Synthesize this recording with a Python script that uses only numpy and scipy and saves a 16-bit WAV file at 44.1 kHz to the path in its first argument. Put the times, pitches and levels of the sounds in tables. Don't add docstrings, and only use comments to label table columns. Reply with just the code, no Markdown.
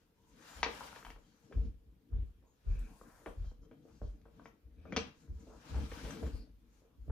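import sys
import numpy as np
from scipy import signal
from scipy.io import wavfile
from scipy.ndimage import uniform_filter1d

SR = 44100
rng = np.random.default_rng(int(sys.argv[2]) if len(sys.argv) > 2 else 0)


def natural_amplitude(level_db):
    exponent = np.asarray(level_db, float) / 20
    return 10 ** exponent


def inscribe(sig):
    pcm = np.round(np.clip(np.atleast_2d(sig).T, -1, 1) * 32767)
    wavfile.write(sys.argv[1], SR, pcm.astype(np.int16))


N = 313551
LEFT_DELAY = -2


def evened(x):
    return x / np.sqrt(np.mean(x ** 2) + 1e-20)


def read(points, hz):
    f, value = np.transpose(points)
    return np.interp(np.log(hz + 1), np.log(f + 1), value)


def add(mix, s, sound):
    part = mix[..., round(s * SR):][..., :sound.shape[-1]]
    part += sound[..., :part.shape[-1]]


def band(x, lo_hz, hi_hz):
    return signal.sosfilt(signal.butter(4, [lo_hz, min(hi_hz, SR / 2.2)], "band", fs=SR, output="sos"), x)


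def resonate(x, hz, width_hz):
    turn = np.exp(2j * np.pi * np.cumsum(hz * np.ones(x.shape[-1])) / SR)
    r = np.exp(-np.pi * width_hz / SR)
    return 2 * (turn * signal.lfilter([1 - r], [1, -r], x / turn)).real


def pair(x, left_db):
    return np.array([np.roll(x, LEFT_DELAY) * natural_amplitude(left_db / 2), x * natural_amplitude(-left_db / 2)])


def swells(s, hold, db, rise_db_s, fall_db_s, sag_db_s=0):
    t = np.arange(0, N, 64) / SR
    s, end = s[:, None], (s + abs(hold))[:, None]
    climb = rise_db_s * np.maximum(s - t, 0)
    sag = sag_db_s * np.clip(t - s, 0, end - s)
    sink = fall_db_s * np.maximum(t - end, 0)
    return natural_amplitude(db[:, None] - climb - sag - sink)


def per_sample(slow):
    return np.interp(np.arange(N), np.arange(len(slow)) * 64, slow)


# (frequency [Hz], likeness [0-1])
PORT_LIKENESS = [(60, 0.8), (290, 1), (640, 0.26), (1400, 0.035), (3100, 0.13), (7000, 0.054)]


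def wash(spectrum, patchy_db, flicker_db):
    frames = (N // 128 + 6) // 2
    hz = np.fft.rfftfreq(1024, 1 / SR)
    a, b, c, d, patches = rng.standard_normal((frames, 513, 5)).T
    patches = evened(uniform_filter1d(uniform_filter1d(patches, 10, 0), 12, 1))
    flicker = evened(uniform_filter1d(rng.standard_normal(frames), size=3))
    same = np.clip(read(PORT_LIKENESS, hz), 0, 1)[:, None]
    left, other = a + 1j * b, c + 1j * d
    delay = np.exp(-2j * np.pi * hz * LEFT_DELAY / SR)[:, None]
    z = np.array([left * delay, same * left + np.sqrt(1 - same ** 2) * other])
    z *= natural_amplitude(read(spectrum, hz)[:, None] + patchy_db * patches + flicker_db * flicker)
    return evened(signal.istft(z, nperseg=1024, noverlap=768)[1][:, :N])


# (frequency [Hz], level [dB], ring t60 [s])
PLATE_MODES = [(960, -12, .05), (1330, -10, .03), (1670, -14, .07), (2010, -14, .06), (2385, -5, .065),
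               (2760, -9, .09), (3170, -11, .11), (3460, -14, .09), (4000, -12, .1), (4750, -22, .08)]


def plate(x, spot_db=0):
    t = np.arange(SR // 4) / SR
    hz, db, t60 = np.transpose(PLATE_MODES)[..., None]
    modes = natural_amplitude(db + spot_db - 60 * t / t60) * np.sin(2 * np.pi * hz * t)
    ring = modes.sum(0)
    return signal.oaconvolve(x, ring / np.linalg.norm(ring))[:len(x)]


def lowest_mode(x):
    return 3.2 * resonate(x, 452, 16)


# (frequency [Hz], level [dB])
FLOOR_SPECTRUM = [(18, -39.5), (30, -1.5), (59, -3.5), (120, -14), (225, -21.5), (456, -15.5), (658, -27.5),
                  (3420, -33), (7500, -43.5), (14400, -35), (15600, -47.5)]


def quiet_floor():
    return natural_amplitude(-73.5) * wash(FLOOR_SPECTRUM, 2.2, 0.7)


# (time [s], hold [s], rub [dB], skin hiss [dB], airy top share [dB])
STROKES = [(.01, 0.0056, -83, -85, -6), (0.29, .05, -97, -81, -1.5), (0.482, 0.12, -58.5, -66.5, 1),
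           (0.736, 0.14, -54, -65, 2), (0.908, 0.083, -58.5, -72, 5), (1.054, 0.041, -65, -79, 10),
           (1.224, 0.34, -80, -82, -6), (1.64, 0.018, -82, -91, 5), (2.249, 0.025, -88.5, -93, 0.5),
           (2.723, 0.097, -70.5, -79, -3.5), (2.855, 0.18, -75.5, -78.5, 3), (3.088, 0.2, -77.5, -80, 5.5),
           (3.276, 0.031, -72.5, -80, 8), (3.428, 0.018, -72.5, -82, -2), (3.872, 0.24, -82, -83.5, -7.5),
           (4.367, 0.088, -79, -92, 2.5), (4.994, 0.079, -62, -84, -1), (5.2, 0.04, -76, -79.5, -6),
           (5.415, 0.27, -75, -75.5, -7), (5.686, 0.18, -58, -69, -0.5), (5.94, 0.2, -55, -66, 2.5),
           (6.193, 0.084, -61, -72, 4), (6.34, 0.025, -66.5, -78, 5.5), (6.742, 0.06, -82, -85.5, -1),
           (7.098, 0.03, -84, -92, 4.5)]
# (time [s], hold [s], rumble [dB])
SHOVES = [(0.34, 0.46, -67.5), (0.785, 0.039, -56.5), (1.078, 0.012, -63.5), (1.252, 0.3, -75.5),
          (1.6, 0.046, -54), (1.864, 0.037, -70.5), (2.142, 0.13, -64.5), (2.813, 0.1, -62),
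          (3.052, 0.025, -69), (3.278, 0.023, -65.5), (3.629, 0.3, -62.5), (4.152, 0.031, -65),
          (4.402, 0.047, -59), (4.694, 0.098, -71.5), (4.953, 0.018, -46.5), (5.263, 0.29, -62.5),
          (5.742, 0.097, -50.5), (6.082, 0.18, -47), (6.398, 0.021, -57.5), (6.595, 0.34, -80.5),
          (7.084, 0.018, -66.5)]
# (frequency [Hz], level [dB])
RUMBLE_SPECTRUM = [(71, -43), (120, 0.5), (161, -2), (204, -0.5), (301, -0.5), (373, -38.5), (445, -8.5),
                   (513, -17), (800, -24.5), (1040, -55.5), (1760, -120)]
# (frequency [Hz], level [dB])
RUB_SPECTRUM = [(290, -34.5), (500, -1.5), (697, -7.5), (953, -2.5), (1020, -5), (1670, -4), (1800, -9),
                (3960, -11.5), (6000, -16.5), (7800, -42), (13200, -120)]
# (frequency [Hz], level [dB])
HISS_SPECTRUM = [(3000, -30), (4500, -6), (6800, -3), (7600, -8), (11000, -9), (14800, -13), (15600, -27)]


def stroke_gain(s, hold, db, rest_db):
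    return per_sample(swells(s, hold, db, rise_db_s=121.5, fall_db_s=155.5).max(0)) + natural_amplitude(rest_db)


def sliding():
    s, hold, rub_db, hiss_db, air_db = np.transpose(STROKES)
    rubbing = stroke_gain(s, hold, rub_db, -90.5)
    hissing = stroke_gain(s, hold, hiss_db, -99)
    airing = stroke_gain(s, hold, hiss_db + air_db, -99)
    shoving = swells(*np.transpose(SHOVES), rise_db_s=136, fall_db_s=148).max(0)
    shove = per_sample(shoving) + natural_amplitude(-80.5)

    strength = natural_amplitude(3.5 * np.minimum(rng.exponential(1, N), 4))
    catches = strength * (rng.random(N) < 900 / SR) * rng.choice([-1, 1], N)
    grit = pair(evened(band(catches, 1500, 14000)), 0)
    china = pair(evened(plate(catches)), 0)
    rub = wash(RUB_SPECTRUM, 1.4, .8) + .1 * grit + .2 * china

    rumble = wash(RUMBLE_SPECTRUM, 2.5, 2.5)
    hiss = wash(HISS_SPECTRUM, 2.4, 0.93)
    high = rubbing * rub + hissing * band(hiss, 2000, 7200) + airing * band(hiss, 7200, 17000)
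    lean = natural_amplitude(4.5 / 2) ** np.array([[1], [-1]])
    return shove * (rumble + lowest_mode(rumble)) * lean + high * lean


# (time [s], length [s], pitch [Hz], width [Hz], level [dB])
SLIPS = [(.14, .22, 960, 160, -81), (1.53, .18, 4000, 4500, -78), (2.11, .16, 2600, 2500, -81),
         (2.45, .11, 6700, 700, -84), (2.63, .34, 2450, 450, -75), (2.66, .3, 1600, 500, -77),
         (3.0, .27, 1100, 1250, -69), (3.42, .12, 5500, 3000, -79), (1.54, .17, 245, 110, -58),
         (4.01, .09, 4900, 3400, -78), (3.9, .11, 5600, 2600, -82), (4.86, .07, 2400, 300, -74),
         (4.925, .04, 3200, 300, -64), (4.43, .07, 5700, 2000, -77), (4.74, .22, 2400, 400, -83),
         (5.39, .045, 6600, 1500, -76), (5.47, .13, 900, 900, -67), (6.3, .16, 4650, 1000, -71),
         (3.62, .05, 1200, 500, -79), (3.87, .06, 1000, 700, -77), (2.84, .17, 900, 400, -73),
         (3.61, .06, 6000, 2200, -83), (5.72, .1, 800, 200, -60), (6.86, .12, 900, 800, -84),
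         (2.42, .1, 950, 300, -82), (.36, .26, 1500, 800, -67), (2.78, .55, 11500, 6000, -81)]
# (time [s], length [s], pitch [Hz], width [Hz], level [dB])
PINGS = [(2.791, .006, 10000, 6000, -60), (4.92, .014, 5800, 1600, -66), (4.961, .018, 8400, 3000, -62),
         (6.103, .016, 6060, 300, -55), (6.103, .016, 7920, 300, -62), (4.962, .08, 7600, 400, -72),
         (.063, .004, 12500, 5000, -79), (.361, .004, 9500, 5000, -73), (1.363, .004, 11500, 7000, -79),
         (1.39, .02, 12000, 6000, -83), (2.26, .004, 12000, 6000, -78), (2.751, .004, 10000, 5000, -70),
         (4.214, .005, 4000, 5000, -75), (4.48, .01, 12000, 4500, -78), (3.883, .005, 11000, 6000, -81),
         (5.397, .005, 7600, 2000, -73), (1.43, .11, 5600, 250, -88), (1.23, .14, 4500, 300, -88)]


def squeaks():
    out = np.zeros((2, N))
    rows = SLIPS + PINGS
    for (s, length, hz, width, db), noise in zip(rows, rng.standard_normal((len(rows), SR))):
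        tone = evened(band(noise, hz - width / 2, hz + width / 2)[-round(length * SR):])
        add(out, s, pair(natural_amplitude(db) * tone * signal.windows.tukey(len(tone), .6), 4))
    return out


# (time [s], hold [s], shake [dB], sway pitch [Hz])
THUMPS = [(0.277, 0.038, -67, 57.04), (0.56, 0.12, -49, 60.64), (0.764, 0.21, -63, 62.54),
          (1.051, 0.093, -51, 44.23), (1.555, 0.097, -30.5, 56.36), (1.848, 0.038, -57, 58.34),
          (2.123, 0.1, -33, 54.87), (2.38, 0.021, -63, 56.85), (2.671, 0.11, -29.5, 43.45),
          (2.98, .02, -62, 39.66), (3.12, 0.0093, -62.5, 45.57), (3.269, 0.0066, -48, 46.15),
          (3.374, 0.092, -37, 45.47), (3.581, .01, -50.5, 43.18), (3.896, 0.022, -58.5, 61.07),
          (4.017, 0.049, -36.5, 50.82), (4.218, 0.31, -61, 55.96), (4.638, 0.088, -54, 63.48),
          (4.767, 0.12, -53.5, 78.45), (4.955, 0.024, -45, 78.92), (5.29, 0.049, -40.5, 69.6),
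          (5.454, 0.12, -57.5, 56.1), (5.723, 0.069, -29, 67.38), (5.894, 0.052, -46.5, 53.57),
          (6.025, 0.022, -42.5, 58), (6.229, 0.0087, -32.5, 66.1), (6.326, 0.029, -38, 48.75),
          (6.49, 0.29, -57, 51.8), (6.979, 0.11, -47.5, 59.94), (7.083, 0.017, -34, 59.5)]


def shaken_noise(lo_hz, hi_hz):
    return evened(band(rng.standard_normal((2, N)), lo_hz, hi_hz))


def worktop():
    s, hold, db, pitch_hz = np.transpose(THUMPS)
    rise_db_s = 900
    each = swells(s, hold, db, rise_db_s, fall_db_s=209, sag_db_s=41.5) + 1e-9
    hz = per_sample(pitch_hz @ each / each.sum(0))
    shake = per_sample(each.max(0)) + natural_amplitude(-82)
    fresh = per_sample(swells(s, .02 + 0 * s, 0 * s, rise_db_s, 280).max(0))

    turn = 2 * np.pi * np.cumsum(hz) / SR
    drift = uniform_filter1d(uniform_filter1d(rng.standard_normal((2, N)), size=3000), size=3000)
    drift = 0.84 * evened(drift)
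    wobble = evened(resonate(resonate(rng.standard_normal((2, N)), 60, 120), 60, 120))
    upper = (0.15 + 0.3 * fresh) * np.sin(1.62 * turn + drift[0])
    lower = 0.66 * np.sin(0.77 * turn + drift[1])
    sway = np.sqrt(2) * (np.sin(turn) + upper + lower) + 0.55 * wobble[0]
    ports = sway * natural_amplitude([[.7], [-.7]]) + 0.38 * wobble[1] * [[1], [-1]]
    ports = shake * natural_amplitude(-3.0) * ports

    rattle = shake * natural_amplitude(-28.5) * shaken_noise(160, 480)
    buzz = shake * natural_amplitude(-42.0) * shaken_noise(420, 1500)
    boom = shake * natural_amplitude([[-22.0], [-18.0]]) * shaken_noise(81, 170)
    return rattle + buzz + boom + band(ports, 28, 92)


# (time [s], peak [dB], thud share [dB], edge share [dB], ring t60 [s])
KNOCKS = [(0.6295, -20, -20, -1, 0.018), (0.661, -35.5, 0.5, -7, 0.15), (0.807, -37.5, -39, -37, 0.1),
          (0.814, -45, -10, -25, 0.028), (0.927, -47, -12, -22, 0.042), (0.960, -44, -9.5, -12, 0.052),
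          (1.027, -45.5, -8.5, -17, 0.037), (1.048, -40.5, -30, -7.5, 0.05), (1.066, -42, -36, -24, 0.007),
          (1.1025, -44, -14, -3, 0.03), (1.524, -47, -6, -10, 0.05), (3.26, -37.5, -3, -16, 0.045),
          (3.712, -58, 3, -10, 0.07), (4.456, -43.5, -8, -14, 0.045), (4.923, -35, -6, -10.5, 0.03),
          (4.963, -26.5, -11, 1, 0.022), (5.916, -43, 1, -7, 0.035), (5.984, -47, -13, -8, 0.11),
          (6.048, -49, 5, -3, 0.22), (6.106, -44.5, -6.5, -8, 0.055), (6.169, -50.5, -22, 1, 0.076),
          (6.264, -51.5, -1, -2, 0.073)]
# (time [s], peak [dB], thud share [dB], edge share [dB], ring t60 [s])
BOUNCES = [(0.6321, -33, -33, 8, 0.024), (.636, -36, -15, 5.5, 0.035), (.668, -46, -4, -10, 0.024),
           (3.266, -44.5, 5, -19, .03), (3.271, -44.5, 3, -18, 0.082), (4.929, -45, 10, -13, 0.03),
           (4.967, -34, 2.5, 11, 0.025), (4.971, -38, 2.5, 5.5, 0.021), (4.975, -39, -1, 6.5, 0.037),
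           (5.763, -51, 4, -11, 0.034), (6.013, -51, -3, -3, 0.042), (6.234, -54, 7, -3, .03)]
# (time [s], peak [dB], thud share [dB], ring t60 [s])
TAPS = [(1.16, -57.5, -1.5, 0.13), (1.511, -68, 22, 0.068), (1.573, -72, 18, 0.1), (2.128, -64.5, -3, 0.17),
        (2.423, -77, 14, 0.24), (2.997, -63, 0, 0.025), (3.012, -49, -1, 0.035), (3.216, -67, 10, 0.065),
        (3.442, -62.5, 1, 0.049), (3.513, -63, 8, 0.06), (3.851, -73.5, 20, 0.068), (4.015, -52, 11, 0.11),
        (4.253, -58.5, 5.5, 0.12), (4.281, -65.5, 0, 0.066), (4.395, -52.5, -1, 0.055),
        (4.853, -52.5, 3.5, 0.12), (5.277, -66, 0, 0.063), (5.469, -73, 21, 0.25), (5.739, -52, 6, 0.35),
        (6.228, -50, 12, 0.045), (6.818, -77, 16, 0.089), (6.846, -82.5, 18.5, 0.15),
        (7.078, -72, 20, 0.14), (7.097, -51, 4, 0.12)]


def knocks():
    out, t = np.zeros((2, N)), np.arange(SR // 3) / SR
    rim_left_db = 4.5
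    ends = signal.windows.tukey(2 * len(t), .5)[len(t):] * (t > 0)
    taps = [(s, db, thud_db, -24, t60) for s, db, thud_db, t60 in TAPS]
    rows = sorted(KNOCKS + taps) + BOUNCES
    rattles = rng.standard_normal((len(rows), 3, len(t)))
    spots = rng.standard_normal((len(rows), len(PLATE_MODES), 1))
    for (s, db, thud_db, edge_db, t60), rattle, spot in zip(rows, rattles, spots):
        t60s = max(t60, .01) * np.array([[.6], [1.4], [1.9]])
        blow = .36 * rattle * (t > 20 / SR) * natural_amplitude(-60 * t / t60s)
        blow[:, 30] += 2.8

        board_hz = (700, 1550) if edge_db < -17 else (720, 2000)
        board = band(blow[0], *board_hz)
        thud = band(blow[1], 190, 620)
        top = .6 * natural_amplitude(min(edge_db, 0)) * band(blow[2], 3900, 6210)
        edge = band(blow[2], 2050, 3500) + top

        bright = board / abs(board).max() + natural_amplitude(edge_db) * edge / abs(edge).max()
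        ringing = bright + .1 * plate(bright, 2.5 * spot)
        add(out, s, pair(natural_amplitude(db) * ends * ringing, rim_left_db))

        low = natural_amplitude(db + thud_db) * thud / abs(thud).max()
        rock = 1.1 if db > -40 else .4
        add(out, s, pair(ends * (low + rock * lowest_mode(low)), 0.14 * rim_left_db))
    return out


# (time [s], length [s], level [dB])
DRAGS = [
    (1.2, .14, -84),
    (3.42, .12, -79),
    (3.61, .07, -86),
    (3.72, .08, -86),
    (4.02, .08, -83),
]


def drags():
    out = np.zeros((2, N))
    for (s, length, db), noise in zip(DRAGS, rng.standard_normal((len(DRAGS), SR // 4))):
        rub = band(noise, 3000, 3300) + .6 * band(noise, 3850, 4150)
        song = evened(plate(rub))[:round(length * SR)]
        add(out, s, pair(natural_amplitude(db) * song * np.hanning(len(song)), 4))
    return out


# (frequency [Hz], t60 [s])
KITCHEN_RING = [(200, 0.27), (530, 0.27), (1390, 0.3), (3680, 0.3), (7000, .2)]


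def kitchen(x):
    echoes = np.zeros((2, SR // 2))
    at = np.arange(140, SR // 2 - 20, 20)
    at = at + rng.integers(0, 20, (2, len(at)))
    np.put_along_axis(echoes, at, rng.choice([-1., 1.], at.shape), 1)
    hz, t, z = signal.stft(echoes, SR, nperseg=256)
    decay = natural_amplitude(-60 * t / read(KITCHEN_RING, hz)[:, None])
    tail = signal.istft(z * decay, SR, nperseg=256)[1]
    return signal.fftconvolve(x, tail / np.linalg.norm(tail[0]), axes=1)[:, :N]


def scene():
    hits = knocks() + squeaks() + drags()
    return hits + natural_amplitude(-4) * kitchen(hits) + worktop() + sliding() + quiet_floor()


def low_pass(x):
    return signal.sosfilt(signal.butter(12, 15650, fs=SR, output="sos"), x)


def record(dry):
    x = signal.sosfilt(signal.butter(2, 30, "high", fs=SR, output="sos"), dry)
    x = x * np.clip((N - np.arange(N)) / 130, 0, 1)
    return low_pass(x)


dry = scene()
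out = record(dry)
inscribe(out)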